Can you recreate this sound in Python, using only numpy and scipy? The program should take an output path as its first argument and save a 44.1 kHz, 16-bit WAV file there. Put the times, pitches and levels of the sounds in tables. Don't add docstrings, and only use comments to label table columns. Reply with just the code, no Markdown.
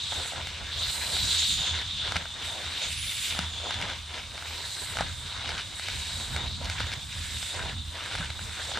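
import sys
import numpy as np
from scipy import signal
from scipy.fft import rfft, irfft, next_fast_len
from scipy.io import wavfile

SR = 44100
rng = np.random.default_rng(int(sys.argv[2]) if len(sys.argv) > 2 else 0)


def invert_db(x):
    u = np.asarray(x, float) / 20
    return 10 ** u


def inscribe(sig):
    pcm = np.round(np.clip(np.atleast_2d(sig).T, -1, 1) * 32767)
    wavfile.write(sys.argv[1], SR, pcm.astype(np.int16))


N = 387638

# [f/Hz, level/dB per Hz]
HUSH_SPECTRUM = [(150, -44), (250, -25), (1170, -3), (3680, -26.5), (5100, -11), (8380, -12.5),
                 (12200, -34.5), (13500, -31), (15000, -56)]
HUSH_DB, HUSH_SWAY_DB = -51.5, 1.2
# [f/Hz, width/Hz, level/dB]
INSECTS = [
    (3920, 80, -57),
    (4075, 80, -59),
    (4880, 80, -67),
    (6870, 90, -65),
    (7180, 80, -65),
    (8150, 200, -64),
]

# [f/Hz, level/dB per Hz]
FLUTTER_SPECTRUM = [(15, -34), (25, -6), (64, 2), (81, 5), (310, -20.5), (400, -72), (520, -97),
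                    (880, -120)]
# [t/s at full height, rise/s, hold/s, level/dB]
FLARES = [(.05, 0.033, 0.066, -39), (.37, 0.066, 0.02, -36), (.76, 0.096, 0.086, -42),
          (1.2, 0.099, 0.073, -35), (1.49, 0.02, 0.013, -35), (1.74, 0.078, 0.018, -33),
          (3.03, 0.11, 0.023, -39.5), (3.42, 0.081, 0.031, -37.5), (3.84, 0.24, 0.048, -39),
          (4.99, 0.069, 0.23, -38), (5.53, 0.24, 0.0089, -41), (6.4, 0.56, 0.26, -33.5),
          (6.83, .15, 0.093, -33.5), (7.1, 0.15, 0.091, -38), (7.7, 0.99, 0.11, -36),
          (8.17, 0.17, 0.24, -36)]
EMBER_DB, FLARE_FALL_DB_PER_S = -42, 90
# [t/s, peak level/dB, body f/Hz, crack level re
# body/dB]
POPS = [(.199, -27, 1510, 3), (.257, -33, 900, -15), (.322, -28, 800, -18), (.334, -28, 700, -18),
        (.359, -27, 1480, -10), (1.167, -20.5, 1830, -12), (1.274, -39, 1687, -2),
        (1.427, -27.5, 1610, -19), (1.633, -35, 2561, -5), (2.1662, -19, 2594, -2), (3.35, -25, 1378, -13),
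        (3.39, -16.5, 1390, 4), (3.692, -29, 1012, -9), (3.708, -21, 1600, 1), (3.742, -23, 2980, -12),
        (3.802, -25, 1530, -14), (3.899, -21, 2190, -16), (4.158, -31, 2870, -14), (4.987, -18, 1558, -10),
        (5.008, -14, 760, -8), (5.443, -31, 842, -13), (5.518, -23, 1437, -8), (6.614, -28, 592, -11),
        (6.645, -29, 2990, 2), (6.656, -25, 3300, -10), (6.6985, -20.5, 2400, -1.5),
        (6.868, -25, 3140, -15), (6.937, -24, 4150, -12), (7.255, -35, 1735, -11), (8.06, -26, 3410, -3),
        (8.078, -29, 2200, -10), (8.113, -26, 1570, -11), (8.125, -32, 1673, -15),
        (8.152, -16.5, 1764, -16), (8.157, -23, 3300, -12), (8.245, -25, 3100, -18),
        (8.256, -28, 3200, -18), (8.717, -23.5, 1040, -21)]

# [t/s, peak level/dB, body f/Hz]
MORE_SNAPS = [(.122, -24, 1000), (.129, -23.5, 1070), (0.4712, -21.5, 2400), (1.789, -26, 2210),
              (1.815, -23, 2277), (2.121, -15, 1750), (2.158, -16, 1630), (2.255, -25, 1565),
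              (3.814, -20, 2248), (4.142, -27, 2200), (4.378, -25, 2090), (4.424, -26, 1513),
              (4.956, -31, 550.4), (4.97, -16.5, 1448), (5.491, -17.5, 1922), (5.796, -21.5, 2057),
              (5.885, -18.5, 2244), (6.346, -31, 797), (6.363, -15.5, 2152), (6.8035, -17, 1758),
              (6.804, -21.5, 505), (6.918, -22, 2294), (7.428, -22, 2460), (7.593, -22, 1457),
              (8.007, -27, 1638), (8.1855, -24, 2240), (8.21, -25, 1620), (8.303, -22, 2150),
              (8.392, -26, 1497), (8.773, -17.5, 1575)]
MORE_SNAPS_CRACK_DB = -11
# [t/s, peak level/dB]
THUMPS = [
    (1.713, -49),
    (2.167, -34),
    (3.391, -29),
    (3.832, -39),
    (5.006, -32.5),
    (5.543, -41),
    (6.398, -42),
    (6.809, -50),
    (7.659, -36.5),
    (8.201, -32.5),
]
# [t/s, length/s, level/dB, centre f/Hz]
SCRUNCHES = [
    (2.162, 0.0056, -22, 2250),
    (3.822, 0.0075, -28, 2584),
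    (4.984, 0.047, -34, 1610),
    (5.571, 0.058, -36, 3356),
    (6.368, 0.045, -41, 2190),
    (6.451, 0.038, -41, 3546),
    (6.648, 0.019, -39.5, 3950),
    (6.92, 0.024, -36.5, 3230),
]
# [f/Hz, level/dB per Hz]
CRISP_SPECTRUM = [(1300, -13), (1800, -5), (2300, 4.5), (3000, 5), (5000, -3.5), (9000, -17)]
BODY_SPECTRUM = [(900, 0), (1150, -0.5), (1500, 4.5), (1800, 4.5), (2200, -4)]
DULL_SPECTRUM = [(200, -9), (400, -4.5), (700, -4.5), (1000, -5), (1300, -30)]
# [t/s at full strength, rise/s, hold/s, body level/dB, dull level re body/dB]
FOLDS = [(0.137, .06, .01, -47, -5), (0.179, 0.2, 0.23, -44, 0.5), (0.664, 0.32, 0.24, -45, -1.5),
         (.95, .1, 0.41, -43, -1.5), (1.643, .12, 0.17, -41.5, -2.5), (2.059, 0.088, 0.14, -40, -3),
         (2.407, 0.17, 0.34, -45, 0), (2.798, .06, 0.064, -46, 7), (3.2, 0.37, 0.18, -58, 4.5),
         (3.377, 0.13, 0.069, -40, -0.5), (3.714, 0.26, 0.06, -42.5, 2.2), (3.816, 0.073, 0.11, -41, 2.5),
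         (4.1, 0.037, 0.088, -47, 4), (4.435, 0.18, 0.22, -46, 2), (4.958, 0.43, 0.13, -42, -2),
         (5.266, 0.11, 0.22, -44.5, -3), (5.497, 0.26, 0.088, -41.5, 0.5), (5.87, 0.4, 0.48, -47.5, -1),
         (6.367, 0.1, 0.089, -41, 3), (6.626, 0.065, 0.33, -43, -2), (6.796, .02, 0.0092, -41, 1),
         (7.122, 0.069, 0.46, -48, -4.5), (7.567, 0.078, 0.14, -40.5, 0.3), (7.961, 0.06, 0.31, -43, -2),
         (8.534, 0.6, 0.17, -45.5, -1.5), (8.773, 0.11, 0.056, -38.5, -1)]
# [t/s at full speed, rise/s, hold/s, crisp level/dB]
SLIDES = [(.29, .3, 0.37, -44), (2.42, 0.065, 0.052, -44), (2.86, 0.41, 0.47, -37),
          (3.97, 0.61, 0.0093, -43), (4.16, 0.09, .02, -41), (4.53, 0.49, 0.03, -42.5),
          (5.5, 0.32, .05, -42), (5.88, 0.21, 0.026, -38.5), (6.8, 0.2, 0.035, -47),
          (7.12, 0.083, 0.19, -46), (8.13, 0.21, 0.016, -42)]
REST_DB, FOLD_FALL_DB_PER_S, SLIDE_FALL_DB_PER_S = -61, 228, 130
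CRISP_IN_FOLD_DB, CRISP_WITH_FOLD = -49, 1
CRISP_RE_HISS_DB = -2

# [t/s at full strength, rise/s, hold/s, level/dB, f/Hz]
EDGE_TONES = [(.1, 0.16, .2, -49.5, 7860), (.95, .15, .1, -51.5, 8800), (1.2, 0.084, .05, -47.5, 7280),
              (1.4, .12, .15, -43, 7000), (1.62, .1, .03, -51.5, 7096), (3.0, .1, 0.27, -47, 9700),
              (3.55, .12, 0.13, -51, 6800), (4.65, 0.13, .25, -59, 8230), (6.05, 0.19, .15, -51.5, 7960),
              (7.42, .2, .15, -50, 8080), (8.65, 0.17, .1, -57, 6900)]
EDGE_WIDTH_HZ, EDGE_REST_DB = 910, -70.5
# [f/Hz, level/dB per Hz]
UPPER_SPECTRUM = [(4200, 8), (4800, 11), (5500, 9.5), (6200, 3.5), (7700, -27)]
HIGH_SPECTRUM = [(6900, -5.5), (7500, -3.5), (8250, -4.5), (8900, -12), (9800, -17.5), (11300, -17.5),
                 (12100, 1), (12500, -41)]
TOP_SPECTRUM = [(11900, -32), (12300, -27), (12700, -4), (13800, -9), (14400, -8), (14750, -34)]
# [t/s at full flow, rise/s, hold/s, level/dB, throat f/Hz]
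PUSHES = [(0.0, .1, 0.16, -32, 3680), (0.813, 0.25, 0.0068, -32.5, 3610), (.83, .1, .05, -36, 4307),
          (1, .2, 0.12, -37.5, 4050), (1.326, 0.34, 0.1, -25, 3870), (1.422, 0.0984, 0.02993, -30, 3461),
          (1.602, .3, 0.066, -30, 3549), (2.021, 0.49, 0.03994, -33.5, 3534),
          (2.468, 0.11, 0.011, -36, 3605), (2.816, 0.62, 0.035, -36.5, 3743), (3.125, 0.57, 0.2, -36, 3630),
          (3.719, .6, .01, -34, 3510), (4.58, .3, 0.22, -39.5, 3994), (5.018, 0.3, 0.0061, -37.5, 3697),
          (5.34, 0.28, 0.16, -41.5, 3730), (6.0, .45, .2, -37, 3860), (6.382, 0.1634, .01, -38, 3667),
          (6.47, 0.0497, 0.0198, -40, 4012), (6.703, .15, 0.0076, -39.5, 3554),
          (6.798, 0.088, 0.0097, -38, 3686), (7.42, 0.65, .15, -36.5, 3690),
          (8.133, 0.68, 0.055, -41, 3630), (8.668, 0.48, 0.029, -38, 3685), (8.736, .1, .01, -37.5, 3560)]
LEAK_DB, LEAK_HZ, PUSH_FALL_DB_PER_S = -47, 3634, 46
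# [t/s at full pressure, rise/s, hold/s, hiss level/dB, top hiss level/dB]
SQUEEZES = [(0.115, 0.13, 0.17, -46, -62.5), (0.505, 0.11, 0.046, -57, -72),
            (0.878, 0.15, 0.34, -39.5, -47), (1.3, 0.39, 0.24, -40, -47), (2.112, 0.19, 0.066, -54, -70),
            (2.452, .1, 0.0093, -44.5, -66), (2.848, 0.42, 0.11, -44, -58), (3.1, 0.24, 0.18, -41, -47),
            (4.604, 0.26, 0.36, -44.5, -54), (5.201, 0.11, .1, -50.5, -62),
            (6.004, 0.47, 0.018, -41.5, -59), (6.164, 0.22, 0.17, -45.5, -56),
            (6.709, 0.12, 0.0094, -50, -70), (7.447, 0.59, 0.029, -40.5, -54),
            (8.128, 0.34, 0.0083, -49.5, -72), (8.595, 0.42, 0.1, -44, -61)]
LEAK_HISS_DB, HISS_FALL_DB_PER_S, HISS_FLICKER_DB = -62, 73.5, 1.6
LEAK_TOP_DB, TOP_FALL_DB_PER_S, TOP_RISE_SHARE = -65.5, 150, 0.94
OVERTONE_DB, OVERTONE_WITH_FLOW, OVERTONE_WITH_HISS = -53.5, 0.91, 0.39
WHISTLE_DB, WHISTLE_WITH_FLOW, WHISTLE_WIDTH_HZ = -5.5, -.25, 280
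RISE_DB = 15

GROUND_S, GROUND_DB, GROUND_HISS_DB = 0.00135, -1.5, -16.5
TREES_DB, TREES_T60_S = -17, 0.3
# [f/Hz, likeness/1]
LIKENESS = [(60, .96), (400, .66), (800, .62), (1400, .86), (2500, .76), (4000, .84), (5700, .65),
            (8000, .62), (13000, .92)]
# [f/Hz, left minus right level/dB]
PORTS = [(60, -2.4), (120, -1.5), (240, -.5), (470, .2), (940, .2), (1880, 0), (3730, .5), (7430, -5.5),
         (11500, -5.5), (13000, 0)]
# [f/Hz, phase/rad]
LEAD = [(4700, -.15), (5700, .5), (6400, -.4), (6900, -1.1), (7900, -5.6), (9400, -7.8), (11100, -4.6),
        (12150, -3.1), (12800, -.2), (13800, 0), (14500, 2.9)]
# [f/Hz, gain/dB]
CASING = [(25, -23), (40, -4.5), (11500, 1), (12100, -15), (12700, -6.5), (14200, -4), (14550, 3),
          (14800, -40)]


def rms_one(x):
    return x / np.sqrt(np.mean(x ** 2) + 1e-20)


def at_hz(points, hz):
    f, value = np.transpose(points)
    return np.interp(np.log(np.maximum(hz, 1)), np.log(f), value)


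def add_db(*levels):
    return 10 * np.log10(sum(invert_db(2 * db) for db in levels))


def colour(x, points, lead=0):
    size = next_fast_len(N)
    hz = np.fft.rfftfreq(size, 1 / SR)
    response = invert_db(at_hz(points, hz)) * np.exp(1j * lead * at_hz(LEAD, hz))
    return irfft(rfft(x, size) * response, size)[..., :N]


def noise():
    return rng.standard_normal((2, N))


def drift(rate):
    r = np.exp(-80 * np.pi * rate / SR)
    slow = signal.lfilter([1], [1, -2 * r, r * r], rng.standard_normal(N // 40 + 2002))[2000:]
    return np.interp(np.arange(N) / 40, np.arange(len(slow)), rms_one(slow))


def swells(rows, rest_db, fall_db_per_s, mark=None, rest_mark=0):
    t = np.arange(0, N + 40, 40) / SR
    s, rise, hold, db = np.transpose([row[:4] for row in rows])[..., None]
    climb = (t - s) * RISE_DB / np.maximum(rise, .005)
    fall = (s + hold - t) * fall_db_per_s
    power = invert_db(2 * (db + np.minimum(0, np.minimum(climb, fall))))
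    rest = invert_db(2 * rest_db)
    total = power.sum(0) + rest

    def full(v):
        return np.interp(np.arange(N) / SR, t, v)

    level = full(10 * np.log10(total))
    if mark is None:
        return level
    return level, full((np.dot(mark, power) + rest_mark * rest) / total)


def widen(mid, side, hz):
    alike = np.clip(at_hz(LIKENESS, hz), -1, 1)
    return np.sqrt((1 + alike) / 2) * mid + np.sqrt((1 - alike) / 2) * side * np.array([[1], [-1]])


def patchy(source, spectrum, shared_db, own_db, rate):
    size = next_fast_len(N)
    hz = np.fft.rfftfreq(size, 1 / SR)
    low, high = spectrum[0][0], spectrum[-1][0]
    shaped = rfft(source, size) * invert_db(at_hz(spectrum, hz))
    shaped[:, (hz < low) | (hz > high)] = 0
    out, together = 0, drift(rate)
    for centre in low * 2 ** np.arange(0, np.log2(high / low) + .5, .5):
        half_octaves = np.clip(np.log2(np.maximum(hz, 1) / centre) * 2, -1, 1)
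        mid, side = irfft(shaped * np.cos(np.pi / 2 * half_octaves) ** 2, size)[:, :N]
        out = out + invert_db(shared_db * together + own_db * drift(rate)) * widen(mid, side, centre)
    return rms_one(out)


def band_at(hz, width_hz):
    r = np.exp(-np.pi * width_hz / SR)
    slow = signal.lfilter([1], [1, -2 * r, r * r], noise() + 1j * noise())
    mid, side = (slow * np.exp(2j * np.pi * np.cumsum(hz) / SR)).real
    return rms_one(widen(mid, side, np.mean(hz)))


def grains(per_s, spread_db, hiss):
    born = rng.random(N) < per_s / SR
    size = invert_db(spread_db * np.minimum(rng.exponential(1, N), 3))
    clicks = rms_one(born * size * rng.choice([-1, 1], N))
    return clicks * [[1], [.3]] + hiss * noise()


def ring(db, hz, t60, length=.06):
    t = np.arange(int(length * SR)) / SR
    return invert_db(db - 60 * t / t60) * np.sin(2 * np.pi * hz * t)


def add(track, s, sound):
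    i = round(s * SR)
    track[i:i + len(sound)] += sound[:N - i]


def trees(x):
    t = np.arange(int(.3 * SR)) / SR
    tail = rng.standard_normal((2, len(t))) * invert_db(-60 * t / TREES_T60_S) * (t > .003)
    tail = signal.lfilter([.4], [1, -.6], tail)
    tail /= np.sqrt(np.sum(tail ** 2, axis=1, keepdims=True))
    return invert_db(TREES_DB) * signal.fftconvolve(x[None], tail, axes=1)[:, :N]


def ground(x, db):
    bounce = np.roll(x, round(GROUND_S * SR), axis=-1)
    return (x + invert_db(db) * bounce) / np.sqrt(1 + invert_db(2 * db))


def forest_hush():
    return invert_db(HUSH_DB) * patchy(noise(), HUSH_SPECTRUM, shared_db=HUSH_SWAY_DB, own_db=HUSH_SWAY_DB, rate=.5)


def insects():
    out = 0
    for hz, width, db in INSECTS:
        out = out + invert_db(db + 3 * drift(2)) * band_at(hz + 30 * drift(4), width_hz=width)
    return out


def flames():
    throb = invert_db(-4 + 0.42 * drift(2.1)) * band_at(np.full(N, 80.), width_hz=8.5)
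    flutter = patchy(noise(), FLUTTER_SPECTRUM, shared_db=3.0, own_db=0.74, rate=7.1)
    return invert_db(swells(FLARES, EMBER_DB, FLARE_FALL_DB_PER_S) - 0.5) * (flutter + throb)


def snaps():
    out = np.zeros(N)
    hits = POPS + [tuple(row) + (MORE_SNAPS_CRACK_DB,) for row in MORE_SNAPS]
    chance = rng.uniform(0, 1, (len(hits), 2))
    t = np.arange(int(.06 * SR)) / SR
    sputter = rng.standard_normal((len(hits), len(t))) ** 3 * invert_db(-60 * t / 0.12) * (t > .003)
    for (s, db, hz, crack_db), (tone, spread), after in zip(hits, chance, sputter):
        body = ring(db + 4, hz, 5.5 / hz) + ring(db - 4, hz * (1.6 + .6 * spread), 5.5 / hz)
        crack = ring(db + min(crack_db, 1.5) + 9, 3200 + 1500 * tone, .001)
        band = signal.butter(1, [hz * .5, hz * 0.63], "band", fs=SR, output="sos")
        after = signal.sosfilt(band, after)
        add(out, s + .0004, -body - crack + invert_db(db - 22) * after)
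    return ground(out, GROUND_DB)


def thumps():
    out = np.zeros(N)
    for s, db in THUMPS:
        add(out, s, ring(db + 2.5, 173, 0.12, length=.15) + ring(db - 3.0, 170, 0.041, length=.15))
    return out


def scrunches():
    out = np.zeros(N)
    creases = grains(per_s=1200, spread_db=-3.0, hiss=0.53)[0]
    for s, length, db, hz in SCRUNCHES:
        size, start = int(length * SR), int(s * SR)
        band = signal.butter(2, [hz * 0.6, hz * 1.28], "band", fs=SR, output="sos")
        run = signal.sosfilt(band, creases[start:start + size])
        add(out, s, invert_db(db) * rms_one(run) * signal.windows.tukey(size, .4))
    return out


def jet_hiss():
    return swells(SQUEEZES, LEAK_HISS_DB, HISS_FALL_DB_PER_S)


def fabric():
    fold_db, dull_share_db = swells(FOLDS, REST_DB, FOLD_FALL_DB_PER_S, np.array(FOLDS)[:, 4], 0.99)
    slide_db = swells(SLIDES, REST_DB, SLIDE_FALL_DB_PER_S)
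    fold_crisp_db = CRISP_IN_FOLD_DB + CRISP_WITH_FOLD * (fold_db + 46.5)
    crisp_db = add_db(slide_db, jet_hiss() + CRISP_RE_HISS_DB, fold_crisp_db)
    body_db = fold_db - crisp_db
    dull_db = body_db + dull_share_db
    creases = grains(per_s=700, spread_db=3.5, hiss=1.0)
    crisp = patchy(creases, CRISP_SPECTRUM, shared_db=1.5, own_db=1.5, rate=18.0)
    body = invert_db(body_db - 2.5) * patchy(creases, BODY_SPECTRUM, shared_db=1.0, own_db=3.0, rate=26)
    dull = invert_db(dull_db - 3.0) * patchy(creases, DULL_SPECTRUM, shared_db=2.5, own_db=2.0, rate=7.6)
    return invert_db(crisp_db + 0.5) * (crisp + body + dull)


def edge_tones():
    db, hz = swells(EDGE_TONES, EDGE_REST_DB, HISS_FALL_DB_PER_S, np.array(EDGE_TONES)[:, 4], 8000)
    return invert_db(db + 2.2 * drift(10)) * band_at(hz, width_hz=EDGE_WIDTH_HZ)


def valve():
    throat_db, throat_hz = swells(PUSHES, LEAK_DB, PUSH_FALL_DB_PER_S, np.array(PUSHES)[:, 4], LEAK_HZ)
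    hiss_db = jet_hiss()
    top_rows = [(s, rise * TOP_RISE_SHARE, hold, db) for s, rise, hold, _, db in SQUEEZES]
    top_db = swells(top_rows, LEAK_TOP_DB, TOP_FALL_DB_PER_S) - throat_db
    high_db = hiss_db - throat_db
    overtone_db = OVERTONE_DB + OVERTONE_WITH_FLOW * (throat_db + 37.0) - throat_db
    overtone_db = overtone_db + OVERTONE_WITH_HISS * (hiss_db + 50)
    whistle_db = WHISTLE_DB + WHISTLE_WITH_FLOW * (throat_db + 38.5)
    whistle_db = whistle_db - 0.21 * (np.clip(high_db, -14, 0) + 10.5)
    whistle = band_at(throat_hz + 45 * drift(12), width_hz=WHISTLE_WIDTH_HZ)
    whistle = whistle * invert_db(whistle_db + 2.13 * drift(12))
    throat = band_at(throat_hz, width_hz=1260) * invert_db(1.77 * drift(20) - 2.5)
    overtone = band_at(.9 * throat_hz + 3600, width_hz=1700) * invert_db(overtone_db + 3.3 * drift(13))
    upper = patchy(noise(), UPPER_SPECTRUM, shared_db=2.5, own_db=0.1, rate=15.6)
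    upper = invert_db(0.36 * high_db - 11.5) * upper
    high = invert_db(high_db) * patchy(noise(), HIGH_SPECTRUM, shared_db=2.0, own_db=HISS_FLICKER_DB, rate=6.9)
    top = invert_db(top_db) * patchy(noise(), TOP_SPECTRUM, shared_db=1.5, own_db=1.5, rate=6)
    return invert_db(throat_db) * (whistle + throat + overtone + upper + high + top)


def scene():
    background = forest_hush() + insects() + flames()
    hits = snaps() + thumps() + ground(scrunches(), GROUND_HISS_DB)
    direct_hits = hits * invert_db(np.array([[.1], [-.1]]))
    mat = ground(fabric(), GROUND_HISS_DB) + edge_tones() + valve()
    return background + direct_hits + trees(hits) + mat


def top_cut(x):
    return signal.sosfilt(signal.butter(12, 15400, fs=SR, output="sos"), x)


def record(dry):
    half = np.array(PORTS) * [1, .5]
    left = colour(dry[0], half)
    right = colour(dry[1], half * [1, -1], lead=0.93)
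    mix = colour(np.array([left, right]), CASING)
    return top_cut(mix)


dry = scene()
out = record(dry)
inscribe(out)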